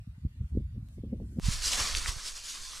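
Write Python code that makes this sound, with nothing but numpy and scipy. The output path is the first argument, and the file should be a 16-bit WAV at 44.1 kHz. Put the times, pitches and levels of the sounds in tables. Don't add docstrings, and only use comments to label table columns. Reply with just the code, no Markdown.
import sys
import numpy as np
from scipy import signal
from scipy.fft import rfft, irfft, next_fast_len
from scipy.io import wavfile
from scipy.ndimage import uniform_filter1d, map_coordinates

SR = 44100
rng = np.random.default_rng(int(sys.argv[2]) if len(sys.argv) > 2 else 0)


def master_out(mix):
    frames = np.transpose(np.atleast_2d(mix))
    ceiling = np.clip(frames, -1, 1)
    pcm = np.round(ceiling * 32767).astype(np.int16)
    wavfile.write(sys.argv[1], SR, pcm)


N = 123479
JUMP_S = 1.398
FIELD_PAN_DB = -5


def amp(db):
    return 10 ** (np.asarray(db) / 20)


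def unit(x):
    return x / np.sqrt(np.mean(x ** 2) + 1e-20)


def along(points, hz):
    freqs, values = np.transpose(points)
    return np.interp(np.log(hz + 1), np.log(freqs + 1), values)


def curve(rows):
    return np.interp(np.arange(N) / SR, *np.transpose(rows))


def wobble(rate):
    knots = rng.standard_normal(int(N * rate / SR) + 4)
    return map_coordinates(knots, [np.arange(N) * rate / SR])


def filtered(x, response):
    size = next_fast_len(N + SR // 2)
    return irfft(rfft(x, size) * response(np.fft.rfftfreq(size, 1 / SR)), size)[..., :N]


def passed(x, hz, kind, order):
    return signal.sosfilt(signal.butter(order, min(hz, SR / 2 - 1), kind, fs=SR, output="sos"), x)


def pan(db):
    return amp(np.array([[db], [-db]]) / 2)


def stereo(pair, spectrum, correlation):
    def response(hz):
        angle = np.arccos(np.clip(along(correlation, hz), -1, 1)) / 2
        return amp(along(spectrum, hz)) * [np.cos(angle), np.sin(angle)]
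    mid, side = filtered(pair, response)
    return unit(np.array([mid + side, mid - side]))


def rush(spectrum, correlation):
    return stereo(rng.standard_normal((2, N)), spectrum, correlation)


def patchy(x, depth_db):
    spectra = signal.stft(x, nperseg=1024)[2]
    patches = uniform_filter1d(rng.standard_normal(spectra.shape[1:]), size=5, axis=0)
    patches = uniform_filter1d(patches, size=7, axis=1)
    return signal.istft(spectra * amp(depth_db * unit(patches)), nperseg=1024)[1][:, :N]


def add(track, start_s, sound):
    part = track[round(start_s * SR):][:len(sound)]
    part += sound[:len(part)]


def grassland_hiss():
    # frequency in Hz, relative spectral density in dB.
    air_spectrum = [(60, -8), (400, -5), (1100, 2.5), (2000, 4.5), (4200, 0), (6000, -7), (9000, -5.5),
                    (15000, -13)]
    grass_spectrum = [(1500, -25), (4000, -1), (9000, 4), (15000, -9)]
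    grass_levels = [(0, -89), (.35, -84), (.5, -77), (.7, -103), (.85, -80), (.95, -72), (1.06, -95),
                    (1.18, -84), (1.3, -72), (1.4, -71)]
    correlation = [(700, 1), (2000, -0.57), (8000, -0.16)]
    air = amp(-73) * rush(air_spectrum, correlation)
    grass = amp(curve(grass_levels)) * rush(grass_spectrum, correlation)
    return patchy(air + grass, depth_db=3.5)


def hill_wind():
    # time in seconds, relative level in dB.
    roll_levels = [(0, -41), (.06, -59), (.1, -41.5), (.14, -53.5), (.21, -46.5), (.265, -28.5),
                   (.3, -49.5), (.35, -50.5), (.41, -39.5), (.45, -35), (.49, -57), (.53, -33), (.59, -33),
                   (.65, -40.5), (.82, -40), (.88, -48.5), (1.06, -39), (1.39, -44)]
    flutter_levels = [(0, -88), (.15, -78), (.22, -71), (.26, -48.5), (.3, -70), (.38, -65), (.415, -51),
                      (.485, -77), (.52, -58), (.578, -41), (.62, -51), (.67, -80), (.73, -67),
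                      (.76, -47.5), (.81, -61.5), (.87, -64.5), (.962, -68), (.987, -41), (1.015, -71),
                      (1.045, -42.5), (1.1, -52.5), (1.135, -36), (1.18, -53), (1.22, -40.5), (1.28, -61),
                      (1.325, -50.5), (1.345, -54), (1.39, -36.5)]
    # frequency in Hz, relative spectral density in dB.
    roll_spectrum = [(20, -46), (40, -3.5), (70, 4.5), (110, -2), (170, -13), (260, -41), (450, -72),
                     (900, -110)]
    flutter_spectrum = [(70, -17), (150, -3.5), (230, 5), (320, -7.5), (430, -26), (600, -53), (1000, -110)]
    tear_spectrum = [(200, -15.5), (350, 3), (480, -1.5), (620, -12), (800, -25), (1000, -37), (1500, -70),
                     (2500, -110)]
    correlation = [(500, 1), (1500, 1)]
    roll = amp(curve(roll_levels) + 1.5) * rush(roll_spectrum, correlation)
    gust_db = curve(flutter_levels) + 1.3 * wobble(rate=90)
    flutter = amp(gust_db + 0.5) * rush(flutter_spectrum, correlation)
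    tear_db = -48 + 1.54 * (gust_db + 39)
    return roll + flutter + amp(tear_db) * rush(tear_spectrum, correlation)


def field_wind():
    wind_levels = [(1.4, -47), (1.43, -38), (1.47, -37), (1.52, -37.5), (1.6, -42), (1.8, -44),
                   (1.95, -39.5), (2.03, -42), (2.1, -42.5), (2.2, -48.5), (2.5, -50), (2.8, -48)]
    # frequency in Hz, relative spectral density in dB.
    rumble_spectrum = [(10, -7), (30, -4.5), (55, 4), (90, -9.5), (130, -18), (220, -24), (600, -59),
                       (1500, -110)]
    sway_spectrum = [(8, 2.5), (26, 5.5), (45, -6), (70, -23), (120, -35), (400, -75), (1500, -110)]
    correlation = [(30, 0.76), (200, 0.79)]
    reference_db, rumble_db_per_db = -41, 2.3
    gust_db = curve(wind_levels) - reference_db
    bumpy_noise = unit(amp(1.8 * wobble(rate=29.68)) * rush(rumble_spectrum, correlation))
    rumble = amp(rumble_db_per_db * gust_db - 2) * bumpy_noise
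    sway = amp(gust_db + 1) * rush(sway_spectrum, correlation)
    return amp(reference_db) * (rumble + sway) * pan(FIELD_PAN_DB)


def eddies():
    # start in seconds, peak in dB before panning, corner frequency in Hz.
    pushes = [(0.07, -32, 139), (0.176, -39.5, 142), (0.246, -22.5, 157.4), (0.403, -23, 110.5),
              (0.549, -28.5, 215), (0.571, -19.5, 274), (0.775, -30, 149), (.821, -29.5, 107),
              (0.981, -33, 283), (1.035, -28.5, 283.9), (1.127, -32.5, 334), (1.2, -42, 474),
              (1.383, -21, 185), (1.449, -19.5, 54.2), (1.479, -16.5, 118), (1.799, -30.5, 72.4),
              (2.076, -27, 59.4), (2.156, -36, 83)]
    out, push = np.zeros(N), signal.unit_impulse(SR // 8)
    for start, db, corner_hz in pushes:
        thump = passed(push, corner_hz, "low", order=2)
        thump = passed(thump, 1.87 * corner_hz, "low", order=9)
        thump = passed(thump, min(67, corner_hz / 2), "high", order=3)
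        add(out, start, amp(db) * thump / np.abs(thump).max())
    return out


def clicks():
    ticks = [(.887, -43, .00002), (1.398, -30.5, 0.00047)]
    out, t = np.zeros(N), np.arange(SR // 100) / SR
    for start, db, decay in ticks:
        add(out, start, amp(db) * np.exp(-t / decay))
    return out


def snapping_stalks():
    snaps = [(1.679, -22, 5200), (1.7337, -17.5, 2880), (1.856, -28.5, 4400), (1.9504, -14, 2950),
             (1.9698, -25, 5700), (1.9818, -28, 5400), (2.0599, -20, 2050)]
    # multiple of the pitch, relative level in dB, time to fall 60 dB in seconds.
    modes = [(.7, -7, 0.0029), (.9, 2, 0.0037), (1.15, -2.5, 0.0045), (1.9, -11, 0.0094)]
    out, t = np.zeros(N), np.arange(SR // 50) / SR
    attack = 1 - np.exp(-t / 0.000076)
    for start, db, hz in snaps:
        ring = sum(amp(level - 60 * t / t60) * np.sin(2 * np.pi * (ratio * hz * t + rng.random()))
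                   for ratio, level, t60 in modes)
        crack = passed(ring * attack, hz / 2, "high", order=3)
        add(out, start, amp(db) * crack / np.abs(crack).max())
    return out


def crackle(rate, hz, cycles, spread_db):
    when, pitch_draw, size_draw, phase = rng.random((4, int(rate * N / SR), 1))
    age = np.arange(128)
    pitch = np.clip(hz * 2 ** (3 * (pitch_draw - .5)), 100, SR / 2.2)
    size = amp(spread_db * np.minimum(-np.log(1 - size_draw), 5))
    turns = pitch * age / SR
    grains = size * np.sqrt(pitch) * np.exp(-turns / cycles) * np.sin(2 * np.pi * (turns + phase))
    positions = (when * N).astype(int) + age
    return unit(np.bincount(positions.ravel(), grains.ravel(), N)[:N])


def dog_in_leaves():
    # time of the peak in seconds, level in dB, rise and fall in seconds,
    # crunch over swish in dB.
    footfalls = [(1.467, -39, 0.023, 0.15, -9), (1.53, -35, 0.013, 0.028, -15),
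                 (1.655, -33, 0.023, 0.034, -19), (1.685, -30.5, 0.028, 0.033, -14),
                 (1.735, -29, 0.019, 0.039, -10), (1.802, -31, 0.027, 0.07, -5),
                 (1.875, -37, 0.027, 0.091, -8), (1.973, -34.5, 0.013, 0.026, -10),
                 (2.087, -33.5, 0.014, 0.03, -9), (2.195, -46, 0.024, 0.067, -5),
                 (2.284, -38, 0.033, 0.034, -12.5), (2.375, -43.5, 0.021, 0.047, -11.5),
                 (2.461, -42.5, 0.026, 0.04, -13), (2.505, -38.5, 0.023, 0.052, -16),
                 (2.555, -44.5, .015, 0.053, -5.5), (2.655, -44.5, 0.056, 0.14, -13),
                 (2.769, -44.5, 0.059, 0.056, -7)]
    stir_levels = [(1.4, -61), (1.46, -46), (1.75, -43), (2.04, -40.5), (2.16, -47), (2.34, -54),
                   (2.8, -63)]
    # frequency in Hz, relative gain in dB.
    swish_colour = [(1470, -2), (2500, -7), (3350, -5), (3920, -7), (4590, -3.5), (6530, -4.5),
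                    (8230, -6.5), (8940, -9), (9930, -8.5), (10900, -16.5), (12300, -18.5), (14200, -27),
                    (15000, -34)]
    bass_cut = [(500, -42), (1500, -13.5), (3000, -2.5), (4200, 1), (15000, -0.5)]
    crunch_colour = [(100, -4.5), (250, -6.5), (480, -7), (720, -11.5), (850, -10), (1050, -1),
                     (1500, -2.5), (2100, -1), (2900, -2), (4000, -12), (8000, -45), (15000, -62)]
    thrash_colour = [(150, -14), (350, -8.5), (520, -1.5), (730, 2), (820, -6), (980, 3.5), (1300, -21),
                     (3000, -43)]
    correlation = [(300, 0.78), (1200, 0.94), (2000, .82), (2900, 0.63), (4200, 0.98), (5200, .999),
                   (7300, 1), (9000, .99), (10500, 0.96), (12500, 0.4)]
    balance = [(300, -1), (1200, 0), (2500, -0.6), (3900, -2), (5000, -0.5), (9300, .3), (12000, 3),
               (14000, .5)]
    t = np.arange(N) / SR
    swish_power = amp(curve(stir_levels)) ** 2
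    crunch_power = swish_power * amp(-6.5) ** 2
    for peak_s, db, rise, fall, crunch_db in footfalls:
        lag = t - peak_s
        press = amp(db) * np.where(lag < 0, np.exp(-(lag / rise) ** 2 / 2), np.exp(-np.abs(lag) / fall))
        swish_power += press ** 2
        crunch_power += (press * amp(crunch_db)) ** 2
    blades = np.array([crackle(rate=5000, hz=6140, cycles=1.34, spread_db=0.5) for _ in "LR"])
    blades += 1.11 * rng.standard_normal((2, N))
    husks = np.array([crackle(rate=1800, hz=1660, cycles=1.96, spread_db=1) for _ in "LR"])
    husks += 1.83 * rng.standard_normal((2, N))
    blades = stereo(blades, swish_colour, correlation)
    swish = np.sqrt(swish_power) * unit(filtered(blades, lambda hz: amp(along(bass_cut, hz))))
    crunch = np.sqrt(crunch_power) * stereo(husks, crunch_colour, correlation)
    thrash_db = -49 + 1.6 * (10 * np.log10(crunch_power) + 38.5)
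    thrash = amp(thrash_db) * rush(thrash_colour, correlation)
    rustle = patchy(swish + crunch + thrash, depth_db=2.0)
    return filtered(rustle, lambda hz: amp(np.outer([.5, -.5], along(balance, hz))))


def scene():
    at_field = curve([(JUMP_S - .001, 0), (JUMP_S + .001, 1)])
    thumps = eddies()
    hillside = grassland_hiss() + hill_wind() + thumps
    field_edge = field_wind() + thumps * pan(FIELD_PAN_DB) + snapping_stalks() + dog_in_leaves()
    return (1 - at_field) * hillside + at_field * field_edge + clicks()


def record(dry):
    return filtered(dry, lambda hz: hz < 15600)


dry = scene()
out = record(dry)
master_out(out)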